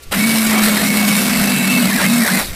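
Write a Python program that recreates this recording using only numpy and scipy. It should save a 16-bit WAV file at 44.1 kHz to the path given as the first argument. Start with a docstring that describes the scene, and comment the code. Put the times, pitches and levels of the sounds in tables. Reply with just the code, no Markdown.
"""An electric blower clears dust from an open chassis in a workshop, close to the microphone.
Its fan whines on two shaft orders, whose pitch sags whenever the speed does; a hum of two beating
tones is loud only near full speed. The turbulent jet hisses, rushes over the parts and excites
the resonances of hollows. Stray air thumps on the microphone, over faint room noise."""
import sys
import numpy as np
from scipy import signal
from scipy.fft import rfft, irfft, next_fast_len
from scipy.io import wavfile
from scipy.ndimage import uniform_filter1d, map_coordinates

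SR = 44100
rng = np.random.default_rng(int(sys.argv[2]) if len(sys.argv) > 2 else 0)


def store_wav(level_fs):
    """Save 16-bit WAV to argv[1]."""
    pcm = np.round(np.clip(np.atleast_2d(level_fs), -1, 1) * 32767)
    wavfile.write(sys.argv[1], SR, pcm.T.astype(np.int16))


N = 112454
TIME = np.arange(N) / SR


def amp(db):
    """Amplitude grows tenfold every 20 dB."""
    return 10 ** (np.asarray(db) / 20)

def unit(x):
    """Normalisation to an rms of 1."""
    return x / np.sqrt(np.mean(np.abs(x) ** 2) + 1e-20)

def curves(rows):
    """Linear interpolation in time of each column after the first."""
    times, *columns = np.transpose(rows)
    return [np.interp(TIME, times, column) for column in columns]

def swell(centre_s, db, width_s):
    """A Gaussian envelope; the width is its standard deviation."""
    return amp(db) * np.exp(-.5 * ((TIME - centre_s) / width_s) ** 2)

def onset(start_s=.11, attack_s=.013):
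    """A linear attack as the blower starts."""
    return np.clip((TIME - start_s) / attack_s, 0, 1)

def wobble(per_s):
    """Smooth modulation: a spline through random values."""
    return map_coordinates(rng.standard_normal(N // 8), [TIME * per_s], mode="wrap")

def phasor(hz):
    """Phase is the integral of frequency, here from a random start."""
    return np.exp(2j * np.pi * (np.cumsum(np.broadcast_to(hz, N)) / SR + rng.random()))

def filtered(x, response):
    """Filtering multiplies the spectrum by a frequency response."""
    size = next_fast_len(N + SR // 4)
    return irfft(rfft(x, size) * response(np.fft.rfftfreq(size, 1 / SR)), size)[:N]

def coloured(x, spectrum):
    """Spectral shaping, interpolated in log frequency, at rms 1."""
    points_hz, db = np.transpose(spectrum)
    return unit(filtered(x, lambda hz: amp(np.interp(np.log(hz + 1), np.log(points_hz + 1), db))))

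def noise(spectrum):
    """Stationary Gaussian noise of a given spectrum."""
    return coloured(rng.standard_normal(N), spectrum)

def eddies(spectrum, patchy_db):
    """Turbulence as noise whose gain varies in patches of time and frequency."""
    cells = signal.stft(rng.standard_normal(N), nperseg=1024)[2]
    patches = uniform_filter1d(rng.standard_normal(cells.shape), size=6, axis=0)
    patches = uniform_filter1d(patches, size=5, axis=1)
    return coloured(signal.istft(cells * amp(patchy_db * unit(patches)))[1][:N], spectrum)


# Room noise spectrum. Each row: frequency in Hz, relative level in dB.
ROOM_SPECTRUM = [(18, -28), (30, -11.5), (73, -11), (180, -32), (394, -17.5), (881, -31), (2310, -26.5),
                 (12200, -37), (15000, -43)]

def workshop():
    """The noise floor is steady and strongest in the bass."""
    return amp(-42.5) * noise(ROOM_SPECTRUM)


# Puffs of stray air. 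Each row: centre in seconds, level in dB, width in seconds.
PUFFS = [(0.092, -32.5, 0.032), (.17, -39, .025), (.49, -36, 0.025), (0.65, -34.5, 0.027),
         (.82, -38, 0.025), (1.402, -28, .025), (2.005, -34, .02), (2.44, -32, .03), (2.53, -25, .03)]
# Their spectrum. Each row: frequency in Hz, relative level in dB.
PUFF_SPECTRUM = [(15, -1), (35, -5), (60, -3), (90, -7.5), (160, -15), (600, -44)]

def puffs():
    """Wind noise: air striking the microphone makes slow pressure swings, heard as thumps."""
    return noise(PUFF_SPECTRUM) * sum(swell(*puff) for puff in PUFFS)


# Hollows. Each row: centre in seconds, level in dB, width in seconds, resonance in Hz.
HOLLOWS = [(0.562, -22, 0.034, 949), (0.662, -24, 0.036, 1551), (1.406, -29, .025, 1452)]
# Resonance shape. Each row: distance from the resonance in Hz, relative level in dB.
HOLLOW_SKIRT = [(20, 3), (220, 2), (400, -8), (700, -34), (2000, -70)]

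def chassis():
    """Cavity resonance makes hollows roar as the jet crosses them; an edge tone whistles once."""
    roars = sum(swell(centre_s, db, width_s) * unit(noise(HOLLOW_SKIRT) * phasor(hz).real)
                for centre_s, db, width_s, hz in HOLLOWS)
    whistle = swell(centre_s=1.832, db=-25, width_s=.007) * unit(phasor(hz=2890).real)
    return roars + whistle


# Envelopes of nozzle hiss and of air on the chassis. Each row: time in seconds, relative level in dB.
HISS_LEVELS = [(0.12, -22.5), (0.35, -19.5), (0.62, -22), (0.63, -16.5), (0.66, -16.5), (0.68, -20),
               (0.94, -22), (0.96, -19.5), (1.03, -22.5), (1.09, -18.5), (1.12, -21), (1.17, -16.5),
               (1.19, -19.5), (1.58, -22), (2.38, -21), (2.39, -18.5), (2.51, -33.5), (2.55, -36)]
RUSH_LEVELS = [(0.12, -23.5), (0.15, -23.5), (0.15, -28), (0.5, -25), (0.55, -23), (0.57, -24),
               (0.8, -23.5), (0.92, -28.5), (0.94, -25), (1.99, -27), (1.99, -20.5), (2.11, -28.5),
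               (2.3, -23), (2.3, -24.5), (2.38, -25.5), (2.4, -21), (2.46, -37), (2.55, -39)]
# Their spectra. Each row: frequency in Hz, relative level in dB.
HISS_SPECTRUM = [(300, -40), (1500, -27), (2650, -2.5), (3000, -4.5), (3350, -7.5), (3750, 2), (4600, 0.5),
                 (5100, -2), (5600, -2), (6200, -4.5), (6900, -5.5), (7700, 0), (9500, -1.5), (11800, -1),
                 (14000, -5), (15500, -9.5)]
RUSH_SPECTRUM = [(30, -19), (100, -7), (300, 0.5), (480, -1), (660, 0), (900, -3), (1250, -1), (1700, -0.5),
                 (2200, 1), (2700, -4), (3300, -6.5), (8000, -35)]
# Emphasis of one treble band of the jet. Each row: time in seconds, gain at its centre in dB.
BAND_GAINS = [(.12, 4), (.25, 0), (.9, -1), (1.7, 1), (1.9, -1), (2.08, 0.5), (2.22, -7), (2.45, -2)]
BAND_HZ, BAND_WIDTH_HZ = 2900, 380

def jet():
    """Turbulence radiates broadband noise and modulates the hiss and the rush together."""
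    (hiss_db,), (rush_db,), (band_db,) = curves(HISS_LEVELS), curves(RUSH_LEVELS), curves(BAND_GAINS)
    flutter_db = 1.24 * wobble(per_s=190) + 1.67 * wobble(per_s=450)
    hiss = unit(amp(flutter_db) * eddies(HISS_SPECTRUM, patchy_db=2.2))
    rush = unit(amp(.86 * flutter_db) * eddies(RUSH_SPECTRUM, patchy_db=1.6))
    air = amp(hiss_db + .5) * hiss + amp(rush_db + 4) * rush
    band = filtered(air, lambda hz: np.exp(-.5 * ((hz - BAND_HZ) / BAND_WIDTH_HZ) ** 2))
    early_hiss = noise(HISS_SPECTRUM) * swell(centre_s=.035, db=-38.5, width_s=.0085)
    return early_hiss + onset() * (air + (amp(band_db) - 1) * band)


# The hum's two tones. Each row: time in seconds, frequency in Hz, relative level in dB.
HUM_LOW = [(.16, 195.3, -15.5), (.2, 201.8, -18), (.255, 225, -15.5), (.45, 219.9, -16.5),
           (.65, 211.2, -15), (.85, 209, -20), (1.12, 207.2, -16), (1.25, 203, -23), (1.42, 207, -19),
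           (1.5, 196, -20.5), (1.8, 187, -23), (1.95, 199, -15), (2.05, 192, -16.5), (2.15, 190, -34),
           (2.32, 184, -14), (2.39, 203, -24.5)]
HUM_HIGH = [(.6, 250, -45), (.88, 240, -25), (1.05, 249.7, -28), (1.2, 259.1, -29), (1.36, 246, -23.5),
            (1.7, 251.3, -24), (1.8, 242, -17.5), (1.88, 229.6, -18.5), (1.97, 215, -33),
            (2.06, 218.9, -23.5), (2.11, 233, -14), (2.19, 240, -14.5), (2.245, 218.2, -11.5),
            (2.38, 236.6, -38)]
# Envelope of its noisy part. Each row: time in seconds, relative level in dB.
HUM_NOISE_LEVELS = [(.17, -16.5), (.3, -24.5), (.55, -27), (.8, -18.5), (1.05, -21.5), (1.55, -19),
                    (1.9, -17.5), (2.15, -19.5), (2.35, -20.5)]
# Spectrum of that part. Each row: frequency in Hz, relative level in dB.
HUM_NOISE_SPECTRUM = [(20, -73), (100, -35), (150, -11), (180, -2.5), (220, -1), (258, -4), (300, -15),
                      (400, -47), (900, -90)]
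HUM_ONSET_HZ, HUM_ONSET_WIDTH_HZ = 1860, 87  # in terms of the main whine's pitch

def hum(speed_hz, saturation=.29, compression=.68, settle_s=.019):
    """Two close tones beat in a band of noise; the sum fades as the fan slows."""
    (low_hz, low_db), (high_hz, high_db) = curves(HUM_LOW), curves(HUM_HIGH)
    noise_db, = curves(HUM_NOISE_LEVELS)
    wave = amp(low_db) * phasor(low_hz) + amp(high_db) * phasor(high_hz)
    wave += amp(noise_db) * signal.hilbert(noise(HUM_NOISE_SPECTRUM)) / np.sqrt(2)
    power = amp(low_db) ** 2 + amp(high_db) ** 2 + amp(noise_db) ** 2
    # Saturation rounds off the fast beats; compression evens out the slower swells.
    wave /= np.sqrt(1 - saturation + saturation * np.abs(wave) ** 2 / power)
    slow_power = np.abs(uniform_filter1d(np.abs(wave) ** 2 / power, size=int(settle_s * SR)))
    wave /= np.sqrt(1 - compression + compression * slow_power)
    third_harmonic = amp(-22) * np.abs(wave) * np.cos(3 * np.angle(wave))
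    at_speed = .5 + .5 * np.tanh((speed_hz - HUM_ONSET_HZ) / (2 * HUM_ONSET_WIDTH_HZ))
    gain = at_speed + amp(-14) * (1 - at_speed) * (speed_hz / HUM_ONSET_HZ) ** 2
    return np.sqrt(2) * onset() * gain * (wave.real + third_harmonic)


# Whine envelopes. Each row: time in seconds, main order's level in dB, upper order's level in dB.
WHINE_LEVELS = [(.1, -60, -60), (.135, -25, -44), (.33, -22.5, -42), (.37, -29, -42), (.59, -24, -37),
                (.63, -33, -42), (.79, -26, -40), (.9, -24.5, -37), (1.15, -27, -33), (1.22, -33, -33),
                (1.49, -33, -30), (1.66, -23.5, -29), (1.705, -33, -22), (1.775, -25, -23),
                (1.82, -31, -33), (1.94, -25, -27), (2.05, -24, -31), (2.11, -33, -30), (2.18, -25, -32),
                (2.21, -28, -40), (2.38, -26, -31), (2.47, -55, -60)]

def whine(speed_hz, upper_ratio=1.195, flicker_db=3.2):
    """Shaft orders are proportional to speed: both share its jitter, but flicker separately in level."""
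    main_db, upper_db = curves(WHINE_LEVELS)
    glide_hz_per_s = np.abs(np.gradient(speed_hz)) * SR
    jitter_hz = .011 * speed_hz + .0033 * glide_hz_per_s
    hz = speed_hz + jitter_hz * wobble(per_s=150)
    return np.sqrt(2) * sum(amp(db + flicker_db * wobble(per_s=70)) * phasor(ratio * hz).real
                            for ratio, db in [(1, main_db), (upper_ratio, upper_db)])


# Fan speed. Each row: time in seconds, pitch of the main whine in Hz.
FAN_SPEED = [(.11, 1150), (.137, 1390), (.158, 1820), (.2, 2190), (.25, 2260), (.6, 2240), (.745, 2235),
             (.785, 1760), (.805, 1760), (.83, 2070), (.89, 2210), (1.15, 2230), (1.68, 2215),
             (1.875, 2180), (1.918, 1760), (1.955, 2030), (2.003, 1480), (2.055, 2130), (2.19, 2200),
             (2.23, 1950), (2.26, 1550), (2.29, 1472), (2.325, 2020), (2.37, 2130), (2.41, 1750),
             (2.55, 800)]

def fan():
    """Rotation speed governs the pitch of the whine and the strength of the hum."""
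    speed_hz, = curves(FAN_SPEED)
    return whine(speed_hz) + hum(speed_hz)


def scene():
    """Superposition: the pressures of all sources add in one channel."""
    return (workshop() + puffs() + chassis() + jet() + fan())[None]

def record(dry, cutoff_hz=15520):
    """Band limiting: an ideal low-pass filter removes the highest treble."""
    return np.array([filtered(channel, lambda hz: hz < cutoff_hz) for channel in dry])


dry = scene()
out = record(dry)
store_wav(out)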